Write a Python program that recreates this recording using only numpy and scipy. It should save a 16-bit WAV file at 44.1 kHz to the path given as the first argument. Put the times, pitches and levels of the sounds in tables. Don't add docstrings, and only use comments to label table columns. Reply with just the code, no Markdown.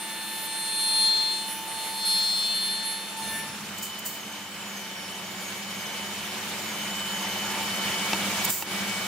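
import sys
import numpy as np
from scipy import signal
from scipy.fft import irfft
from scipy.io import wavfile
from scipy.ndimage import uniform_filter1d

SR = 44100
rng = np.random.default_rng(int(sys.argv[2]) if len(sys.argv) > 2 else 0)


def decibels_to_gain(level_db):
    exponent = np.asarray(level_db, float) / 20
    return 10 ** exponent


def pcm_store(signal):
    levels = np.round(np.clip(np.atleast_2d(signal), -1, 1) * 32767)
    wavfile.write(sys.argv[1], SR, levels.astype(np.int16).T)


N = 399987
TIME = np.arange(N) / SR
STEP = 64
SLOW = np.arange(N // STEP + 2) * STEP / SR
CUT_ENDS_S, SHOVE_EDGE_S = 3.68, 0.0086

# multiple of speed, level/dB
# rms, left lead/rad, gain on the second bite/dB, share of the family swell
SHAFT_ORDERS = [ (3, -60, 0, -6, 0), (8, -43, -.1, 0, 1), (16, -48, .2, 0, 1), (22, -57, .5, -3, 0),
                (23, -55, .5, -2, 0), (24, -53, -.1, -3, .3), (26, -57, .3, -3, 0), (30, -51, -.3, 2, 1),
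                (31, -60, -.3, 6, .4), (32, -36.5, -1.2, 0, .47), (34, -49, -1, 0, .7),
                (36, -53, -1.2, -4, .5), (37, -53.5, -.4, 7, .7), (38, -31, .1, 0, 1), (39, -57, .1, 5, .9),
                (40, -39.5, -.1, 6, .75), (42, -65, 0, -9, .8), (45, -57, 0, 9, .6), (46, -52, .4, 12, 1),
                (47, -64, .4, 9, .8), (48, -54, .8, 12, .6), (54, -58, 1.4, 9, .7),
                (68, -65, .8, 17, 1.4), (69, -59, -.1, 6, 1.4), (70, -61, .4, 6, 1.4), (74, -49, -.4, 0, 1),
              (78, -50, -.7, -6, 1), (82, -48, .2, 0, 1), (86, -51, -.7, -8, 1), (87, -62, -.7, -7, 1),
              (88, -41.5, -.7, 3, .8), (94, -43, 1, -1, 1), (95, -65, 1, -8, .3), (96, -48.5, 1.2, 0, 1),
              (102, -46, 2.8, 2, .95)]
FAMILY_TOPS = [12, 28, 72, 87]
# f/Hz, left-right level/dB
CUTTER_LEANING = [(900, -2), (1800, 4.5), (2650, -1.5), (4200, 4), (4430, -1.5), (9500, -2), (9750, -11),
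                  (11300, -12)]
# start t/s, length/s, lower level/dB, upper level/dB, swell/dB
SQUEAKS = [
    (0.052, 0.42, -48.5, -49.5, 16),
    (0.93, 0.16, -54, -63, 11),
    (1.475, 0.12, -44, -48.5, -2),
]
SQUEAK_MULTIPLES = [93, 109]
# f/Hz, level/dB per Hz
SHAVINGS = [(1500, -36), (3000, 18.5), (5000, -3), (7500, 9), (9500, 10), (12000, -1), (13500, -18),
            (15500, 3)]


def cutter():
    size, families = int(CUT_ENDS_S * SR), swells()
    turn = spindle_angle(size)
    engaged = np.clip((CUT_ENDS_S - TIME[:size]) / 0.22, 0, 1)
    second = np.clip((SLOW - 1.7) / .3, 0, 1) - .65
    flutter = drift(60.0)
    chatter_db = 2.5 * held(2.37, 0.375, 0) * (1 + np.sin(2 * np.pi * 16.8 * SLOW))
    out = np.zeros((2, size))
    for multiple, level_db, lead, second_db, share in SHAFT_ORDERS:
        bite_db = share * families[np.searchsorted(FAMILY_TOPS, multiple)] + second_db * second
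        grain_db = (.2 + .01 * multiple) * drift(5.0) + .12 * flutter
        if 45 <= multiple <= 70:
            grain_db = grain_db - 9 * held(2.47 + .005 * (multiple - 46), .7, 0)
        if multiple == 32:
            grain_db = grain_db + chatter_db
        wander = fine(0.0014 * multiple * drift(5.2), size)
        phase = multiple * turn + rng.uniform(0, 2 * np.pi) + wander
        gain = fine(np.sqrt(2) * decibels_to_gain(level_db + bite_db + grain_db), size)
        pair = tone_pair(phase, lead / 2, -lead / 2) * gain
        out += panned(pair, at_hz(CUTTER_LEANING, multiple * SPEED[-1][1]))
    torn_entry_db = 7.2 * held(1.68, 0.216, 0)
    for low, high, bite_db in zip([1] + FAMILY_TOPS, FAMILY_TOPS + [140], families):
        comb = faint_comb(turn + fine(.003 * drift(20.0), size), low, high)
        comb_db = .55 * bite_db - 1 + (high < 80) * torn_entry_db + 2.0 * drift(6.0)
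        out += comb * fine(decibels_to_gain(comb_db), size)
    for k, multiple in enumerate(SQUEAK_MULTIPLES):
        rub = sum(decibels_to_gain(row[2 + k]) * held(row[0], row[1], row[4]) for row in SQUEAKS)
        squeak = np.sqrt(2) * np.sin(multiple * turn + fine(.5 * drift(20.0), size))
        out += panned(squeak * fine(rub, size), pan_db=-6.0)
    bursts = 1 + .4 * np.sin(turn) + .4 * np.sin(2 * turn)
    shavings = banded_noise(SHAVINGS, low_hz=1900, patchy_db=1.5, near=.3, size=size) * bursts
    shavings_db = -44.5 + 0.5 * uniform_filter1d(families[-1], size=60)
    out += panned(shavings * fine(decibels_to_gain(shavings_db), size), pan_db=2.0)
    return np.pad(out * engaged, ((0, 0), (0, N - size)))


# t/s, knife-pass level/dB, sharpness of the blow/dB
CONTACT = [(0, -3.5, 4.5), (1.05, 2, 0.5), (1.55, 0, -4.5), (1.9, 4, -7.5), (2.28, -2, -1.5),
           (2.42, -7, -10), (2.56, -6.5, 7.5), (2.95, -5.5, 6.5), (3.1, -6, -3), (3.2, 6, -8),
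           (3.36, -4, 16.5), (3.48, -3.5, 4), (3.62, -5, -5)]
# t/s, level/dB
BITE = [(0, -20), (.25, -12), (.4, -15), (.7, -4), (1.07, 9), (1.32, 2.5), (1.51, -15), (1.54, -21),
        (1.68, -21.5), (1.8, -10.5), (1.92, -13.5), (2.1, 5.5), (2.2, 5), (2.6, 0.5), (2.9, -7),
        (3.15, -22), (3.3, -22), (3.38, -25)]
# start t/s, length/s, shaving level/dB, knife-edge level/dB, edge swell/dB
SHOVES = [(0, 0.081, -3.5, -10, -11), (0.09, 0.37, -4, -14, 9), (0.467, 0.58, 4.5, 0.5, 15.5),
          (1.054, 0.13, -3.5, -11, -11), (1.2, 0.089, -5, -10, 0), (1.302, .13, -2, -12, 0),
          (1.458, 0.077, -3, -4, 9), (1.56, .11, -19, -12, 0), (1.675, 0.33, -3.5, -5.5, 4),
          (2.052, 0.14, 2, 3, -9), (2.223, 0.11, 2.5, -8, -8), (2.345, 0.059, 4.5, -5, 5),
          (2.422, .05, 3, -13, 6), (2.495, .04, 2, -14, 0), (2.545, 0.035, 3, -1, 2),
          (2.602, 0.067, 0, -1.5, 6), (2.698, 0.059, -2, -1.5, -2), (2.77, .035, -1.5, -15, 0),
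          (2.824, 0.065, 0, -10, -2), (2.852, .13, -24, -2, -4), (2.987, 0.14, -14, -13.5, -2),
          (3.168, .1, -1.5, -8, 4), (3.268, 0.14, -11, -3, 0)]


def swells():
    pass_db, sharp_db = in_time(CONTACT)
    shaving = sum(decibels_to_gain(db) * held(s, length, swell / 4) for s, length, db, _, swell in SHOVES)
    edge = sum(decibels_to_gain(db) * held(s, length, swell) for s, length, _, db, swell in SHOVES)
    families = [pass_db, pass_db + sharp_db, in_time(BITE)[0]]
    r = np.exp(-STEP / SR / 0.02)
    for drive, rest_db in ((shaving, -26), (edge, -23)):
        ringing = np.maximum(drive, signal.lfilter([1 - r], [1, -r], drive))
        ringing = ringing * decibels_to_gain(1.1 * drift(8.6))
        families.append(20 * np.log10(np.hypot(ringing, decibels_to_gain(rest_db))))
    return families


# t/s, speed/turns per s
SPEED = [(0, 110.53), (.42, 110.54), (.7, 110.79), (1.0, 110.81), (1.55, 110.64), (1.92, 110.85),
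         (2.3, 110.8), (3.1, 110.9)]


def spindle_angle(size):
    return 2 * np.pi * np.cumsum(fine(in_time(SPEED)[0], size)) / SR


# f/Hz, level/dB rms a line
MISMATCH = [(200, -72), (1500, -66), (2500, -61), (4000, -61), (4700, -61), (5500, -66), (7700, -61),
            (9500, -62), (11000, -62), (13000, -70), (15500, -69)]


def faint_comb(turn, low, high):
    multiples, lines = np.arange(low, high), np.zeros((2, 2049), complex)
    hz = multiples * SPEED[-1][1]
    level_db = at_hz(MISMATCH, hz) + rng.normal(0, 1.0, (2, len(hz)))
    angle = rng.uniform(0, 2 * np.pi, len(hz)) + rng.normal(0, 1.0, (2, len(hz)))
    lines[:, multiples] = decibels_to_gain(level_db) * np.exp(1j * angle) * 2048 * np.sqrt(2)
    angles = np.arange(4096) * 2 * np.pi / 4096
    return np.array([np.interp(turn, angles, loop, period=2 * np.pi) for loop in irfft(lines)])


# start t/s, length/s, multiple of speed, level/dB rms
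FLARES = [(0, .065, 74.7, -53), (0, .065, 78.75, -48), (0, .065, 82.7, -45), (0, .065, 86.7, -50),
          (.09, .08, 93, -52), (1.93, .24, 78, -49), (2.03, .15, 86, -47), (.93, .15, 94, -39),
          (.85, .22, 102, -48), (0, .15, 120, -60), (0, .1, 103, -60), (.05, .15, 100.5, -60),
          (.87, .13, 140, -56), (.9, .15, 135, -59), (1.19, .13, 140, -58), (1.48, .17, 136, -59),
          (2.05, .48, 140, -55), (2.1, .3, 136, -57), (2.16, .08, 24, -52), (2.44, .035, 24, -44),
          (2.49, .055, 24, -45), (2.6, .13, 45, -52), (1.68, .32, 42, -55), (1.66, .3, 37, -56),
          (1.7, .2, 40, -54), (1.7, .15, 36, -55), (1.55, .28, 24, -54), (1.68, .15, 33, -58),
          (2.68, .06, 24, -52), (2.81, .05, 24, -52), (2.96, .09, 24, -49), (3.11, .05, 24, -52),
          (3.225, .035, 38, -46), (3.285, .04, 38, -45), (3.27, .05, 32, -48), (3.28, .1, 40, -52),
          (3.33, .07, 64, -56), (3.33, .07, 72, -55), (3.34, .025, 32, -45), (3.35, .06, 24, -49),
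          (3.42, .09, 94.45, -53), (3.42, .13, 98.45, -53), (3.43, .07, 106.45, -59), (3.44, .03, 24, -49)]
# start t/s, length/s, level/dB, lowest f/Hz
SPRAY = [
    (0, 1.1, -54, 11500),
    (1.096, .95, -53, 11500),
    (2.052, 0.65, -51.5, 11500),
    (3.17, .12, -55, 10900),
    (3.29, .11, -49, 10000),
]


def flares():
    turn, out = spindle_angle(int(CUT_ENDS_S * SR)), np.zeros((2, N))
    waver, gust = decibels_to_gain(2 * drift(25.0)), decibels_to_gain(1.5 * drift(15.0))
    for s, length, multiple, level_db in FLARES:
        span = around(s, length)
        gain = np.interp(TIME[span], SLOW, np.sqrt(2) * decibels_to_gain(level_db) * held(s, length, 0) * waver)
        out[:, span] += tone_pair(multiple * turn[span], 0.12, -0.077) * gain
    for s, length, level_db, low_hz in SPRAY:
        span = around(s, length)
        bright = signal.butter(3, low_hz, "high", fs=SR, output="sos")
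        mid, side = signal.sosfilt(bright, rng.standard_normal((2, span.stop - span.start)))
        gain = np.interp(TIME[span], SLOW, decibels_to_gain(level_db + 8) * held(s, length, 0) * gust)
        out[:, span] += (mid + 0.57 * side * [[1], [-1]]) * gain
    return out


# t/s, level/dB
ROLL = [
    (3.14, -70),
    (3.22, -65),
    (3.4, -49.5),
    (3.6, -52),
    (3.8, -57),
    (3.95, -69),
]
# f/Hz, width/Hz, level/dB
FRAME = [(87.5, 18, -22), (140, 25.0, -21), (170, 12, 3.5), (215, 5.8, 6), (236, 11, -10)]


def carriage():
    shake, out = rng.standard_normal(N), np.zeros(N)
    for hz, width_hz, level_db in FRAME:
        r = np.exp(-np.pi * width_hz / SR)
        pole = [1, -2 * r * np.cos(2 * np.pi * hz / SR), r * r]
        out += decibels_to_gain(level_db) * rms_one(signal.lfilter([1, 0, -1], pole, shake))
    low_band = signal.butter(3, [70, 115], "band", fs=SR, output="sos")
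    shudder = rms_one(signal.sosfilt(low_band, shake))
    return rms_one(out) * fine(decibels_to_gain(in_time(ROLL)[0])) + shudder * fine(decibels_to_gain(-61) * held(3.22, 0.41, 0))


# t/s, peak level/dB
KNOCKS = [
    (8.131, -11),
    (8.144, -22),
    (8.623, -20.5),
]
# f/Hz, level/dB, t60/s
BOARD = [(332, -5, 0.096), (910, 5.5, 0.035), (1300, 2, 0.024), (1760, -3, 0.02), (2250, 3, 0.023),
         (2610, 5, 0.022), (3500, -18, 0.015), (4530, -10, 0.018), (6250, -14, 0.011)]


def knocks():
    push, blow = np.zeros((2, N))
    for s, level_db in KNOCKS:
        at, t = round(s * SR), np.arange(400)
        blow[at + 90] = decibels_to_gain(level_db - 6.5)
        push[at:at + 400] = decibels_to_gain(level_db - 22.5) * rng.standard_normal(400) * t / 30 * np.exp(-t / 70.0)
    crack_band = signal.butter(4, [500, 5200], "band", fs=SR, output="sos")
    out = decibels_to_gain(21) * signal.sosfilt(crack_band, push + 1e-18)
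    for hz, level_db, t60 in BOARD:
        r, w = decibels_to_gain(-60 / (t60 * SR)), 2 * np.pi * hz / SR
        strike = [0, decibels_to_gain(level_db - 9.0) * np.sin(w)]
        out += signal.lfilter(strike, [1, -2 * r * np.cos(w), r * r], blow + 1e-18)
    return out


# t/s, spit level/dB, spit fall/dB per s, hiss level/dB, hiss length/s
VENTS = [
    (3.785, -34, 600, -55, 0.025),
    (3.829, -28.5, 220, -44, .1),
    (3.993, -34, 1200, -60, .01),
    (4.06, -28, 250, -38, 0.13),
    (8.451, -20.5, 1499, -60, 0.015),
    (8.502, -27, 1500, -60, .012),
    (8.506, -22.5, 1200, -27.5, 0.13),
]
# f/Hz, level/dB per Hz
VENT_COLOUR = [(3500, -40), (4500, -8.5), (6300, -11), (7500, -1.5), (8800, -7), (10500, -10), (12500, -7),
               (14000, 2), (15500, -1.5)]


def clamp_vents():
    envelope = np.zeros(len(SLOW))
    for s, spit_db, fall, hiss_db, length in VENTS:
        t = SLOW - s
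        spit = decibels_to_gain(spit_db + np.minimum(1300 * t, -fall * t))
        hiss = decibels_to_gain(hiss_db - 7 * t / length) * (t > 0)
        envelope += np.maximum(spit, hiss) * np.clip((length - t) / 0.025 + .5, 0, 1)
    jet = banded_noise(VENT_COLOUR, low_hz=3330, patchy_db=.7, near=0.32, size=SR)
    low = signal.sosfiltfilt(signal.butter(3, 12500, fs=SR, output="sos"), jet)
    top = envelope * decibels_to_gain(-5 * held(3.76, .2, 0))
    return fine(envelope) * np.tile(low, 10)[:, :N] + fine(top) * np.tile(jet - low, 10)[:, :N]


# start t/s, free f/Hz, length/s, loaded f/Hz, level/dB
STROKES = [(1.49, 5450, .13, 6100, -57), (3.1, 7600, .45, 5250, -59), (4.0, 6900, .1, 6600, -66),
           (4.19, 6550, .12, 6200, -55), (4.54, 8200, .53, 5350, -58), (5.36, 7250, .19, 6500, -54),
           (5.7, 6900, .23, 6050, -56), (6.17, 7100, .16, 5450, -60), (6.57, 7700, .23, 6280, -53),
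           (7.0, 8050, .34, 6100, -53), (7.78, 8450, .17, 7900, -59), (8.3, 8600, .3, 7700, -56),
           (8.8, 8100, .27, 7600, -57)]


def far_tool():
    free_db, halfway = -7, .73
    rows = []
    for s, free_hz, length, loaded_hz, db in STROKES:
        sag_hz = halfway * (loaded_hz - free_hz)
        rows += [(s, free_hz, db + free_db / 2),
                 (s + length / 4, free_hz + .6 * sag_hz, db - 1),
                 (s + length / 2, free_hz + sag_hz, db),
                 (s + length, loaded_hz, db - 1),
                 (s + length + .08, loaded_hz + 400, db + free_db)]
    pitch, level_db = in_time(rows)
    pitch = uniform_filter1d(pitch, size=40)
    pan_db = fine(np.clip(-3 * (pitch - 7000) / 1000, -6, 0))
    phase = 2 * np.pi * np.cumsum(fine(pitch + 65 * drift(120.0) + 20 * drift(15.0))) / SR
    lead = .3 - .16 * pan_db
    octave = fine(decibels_to_gain(-5 - .002 * np.maximum(pitch - 5600, 0) - 1 + 1.5 * drift(4.0)))
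    tone = np.sin([phase + lead, phase - lead]) + octave * np.sin(2 * phase)
    audible = held(1.49, .15, 0) + (SLOW > STROKES[1][0])
    breath = decibels_to_gain(level_db + 3 + 3 * drift(30.0) + 1.5 * drift(6.0))
    return panned(tone * fine(breath * audible), pan_db)


# t/s, level/dB
WHINE_FADES = [(0, -57), (.35, -49), (1.08, -57), (1.5, -43.5), (2.07, -54), (2.53, -42), (3.58, -58),
               (3.81, -41.5), (4.65, -47.5), (5.15, -43.5), (5.35, -50.5), (5.94, -43.5), (6.54, -52.5),
               (7.05, -40), (7.6, -48), (7.91, -42.5), (8.34, -54.5), (8.77, -49)]
# f/Hz, level/dB re strongest
WHINE = [(2681, -30), (2971, -7.5), (3019, 2), (3067, -11), (3114, -8)]


def motor_whine():
    level_db = in_time(WHINE_FADES)[0] + in_time(GAIN)[0]
    out = np.zeros((2, N))
    for hz, line_db in WHINE:
        phase = 2 * np.pi * hz * TIME + rng.uniform(0, 2 * np.pi) + fine(0.5 * drift(5.4))
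        gain = fine(np.sqrt(2) * decibels_to_gain(level_db + line_db - 5.5 + 1.3 * drift(17.0)))
        out += tone_pair(phase, 0.17, -0.62) * gain
    return out


# t/s, level/dB
GAIN = [(0, -4), (3.3, -3.5), (4.4, -4.5), (5.7, -1.5), (7.0, 1.5), (8.05, 5.5), (8.5, 6.5), (9.07, 6.5)]
# f/Hz, share
GAIN_SHARE = [(110, 1), (400, 0.97), (6300, 1), (14000, 1)]
# f/Hz, level/dB
HELD_DOWN = [(60, -16), (110, -5), (400, -2), (6300, -1.5), (14000, -1)]
# f/Hz, level/dB per Hz
SHOP_COLOUR = [(24, -57), (40, -24.5), (140, -10), (198, -7), (254, -12.5), (419, -11), (887, -7.5),
               (1110, -8.5), (2290, -9), (2800, -9), (3020, -8.5), (3420, -11), (6710, -14.5), (15700, -24)]
# f/Hz, level/dB rms, width/Hz, left lead/rad
HUM = [(100, -64, 5, .1), (186, -56, 4, .1), (200, -53, 2, .1), (213, -56, 5, .1), (300, -62, 4, .1),
       (371, -62, 5, .1), (888, -57, 8, .3), (2156, -60, 3, .7), (2204, -62, 3, .7), (2252, -51, 4, .7),
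       (2348, -58, 3, .7), (2444, -61, 3, .7), (3740, -63, 9, .7), (6853, -64, 12, .7)]
# t/s, level/dB
FAN_FADES = [(0, -3), (1.3, -25), (3.75, -11), (4.3, -8), (5.4, 1.5), (6.2, -3.5), (6.85, -6), (7.6, -1.5),
             (8.4, 2), (8.6, -3), (8.8, 4), (9.07, -2)]


def shop():
    gain_db, cutting = in_time(GAIN)[0], np.clip((3.05 - SLOW) / 0.22 + 1, 0, 1)

    def moved(hz):
        return at_hz(GAIN_SHARE, hz) * gain_db + at_hz(HELD_DOWN, hz) * cutting

    out = decibels_to_gain(-40.5) * banded_noise(SHOP_COLOUR, low_hz=35.6, patchy_db=1.3, moves=moved)
    for hz, level_db, width_hz, lead in HUM:
        wander = fine(width_hz * 0.3026 * np.cumsum(drift(2.783)) * STEP / SR)
        phase = 2 * np.pi * (hz * TIME + wander) + rng.uniform(0, 2 * np.pi)
        beat_db = in_time(FAN_FADES)[0] + 2 * drift(8.0) if hz == 2252 else 2.8 * drift(2.5)
        gain = fine(np.sqrt(2) * decibels_to_gain(level_db + moved(hz) - 1.5 + beat_db))
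        out += tone_pair(phase, lead, -lead) * gain
    return out


# f/Hz, likeness
LIKENESS = [(60, 1), (150, 0.76), (380, 1), (950, 0.82), (2380, 0.52), (5980, 0.056), (15000, 0.04)]
# f/Hz, level/dB
LEANING = [(60, 2), (180, -4.5), (550, 0), (1650, -1), (4970, 0.5), (15000, -4)]


def banded_noise(spectrum, low_hz, patchy_db, moves=None, near=0, size=N):
    edges = low_hz * 2 ** np.arange(0, np.log2(18500 / low_hz), 1 / 3)
    white, together, out, power = rng.standard_normal((2, 2, size)), drift(7.2), 0, 0
    for k, (low, high) in enumerate(zip(edges, edges[1:])):
        band = signal.butter(2, [low, high], "band", fs=SR, output="sos")
        both = signal.sosfilt(band, white[k % 2])
        hz = min(np.sqrt(low * high), 15300)
        alike = np.clip(at_hz(LIKENESS, hz) + near, 0, 1)
        power += decibels_to_gain(2 * at_hz(spectrum, hz)) * (high - low) * 2 / SR
        level_db = at_hz(spectrum, hz) + patchy_db * (0.35 * together + drift(27.0))
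        if moves:
            level_db = level_db + moves(hz)
        mid, side = np.sqrt((1 + alike) / 2), np.sqrt((1 - alike) / 2)
        mix = panned(np.array([[mid, side], [mid, -side]]), at_hz(LEANING, hz))
        out = out + fine(decibels_to_gain(level_db), size) * (mix @ both)
    return out / np.sqrt(power)


def tone_pair(phase, left, right):
    return np.sin((phase % (2 * np.pi)).astype(np.float32) + np.float32([[left], [right]]))


def panned(x, pan_db):
    return x * decibels_to_gain(np.reshape(np.multiply.outer([.5, -.5], pan_db), (2, -1)))


def drift(rate):
    r = np.exp(-2 * np.pi * rate * STEP / SR)
    noise = rng.standard_normal(len(SLOW) + 2000)
    return rms_one(signal.lfilter([1], [1, -2 * r, r * r], noise)[2000:])


def held(start, length, swell_db):
    gate = np.clip(np.minimum(SLOW - start, start + length - SLOW) / SHOVE_EDGE_S + .5, 0, 1)
    return gate * decibels_to_gain(swell_db * (np.clip((SLOW - start) / length, 0, 1) - .5))


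def around(s, length):
    return slice(max(int((s - SHOVE_EDGE_S) * SR), 0), int((s + length + SHOVE_EDGE_S) * SR))


def in_time(rows):
    s, *columns = np.transpose(rows)
    return [np.interp(SLOW, s, c) for c in columns]


def fine(control, size=N):
    return np.interp(TIME[:size], SLOW, control)


def at_hz(points, hz):
    return np.interp(np.log(hz), np.log(np.array(points)[:, 0]), np.array(points)[:, 1])


def rms_one(x):
    return x / np.sqrt(np.mean(x ** 2) + 1e-20)


# t/s, level/dB
DUCK = [
    (8.5, 6),
    (8.515, -2.5),
    (8.6, -4.5),
    (8.65, -3.5),
    (8.69, 0.5),
    (8.72, 3.5),
    (8.8, 3.5),
]


def scene():
    steady = shop() + motor_whine() + far_tool() + carriage()
    ducked = steady * fine(decibels_to_gain(in_time(DUCK)[0]))
    return cutter() + flares() + ducked + clamp_vents() + knocks()


def band_limit(x):
    return signal.sosfilt(signal.butter(12, 16740, fs=SR, output="sos"), x)


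def record(dry):
    mix = signal.sosfilt(signal.butter(2, 75, "high", fs=SR, output="sos"), dry)
    mix = signal.sosfilt(signal.cheby2(20, 60, 16050, fs=SR, output="sos"), mix)
    return band_limit(mix)


dry = scene()
out = record(dry)
pcm_store(out)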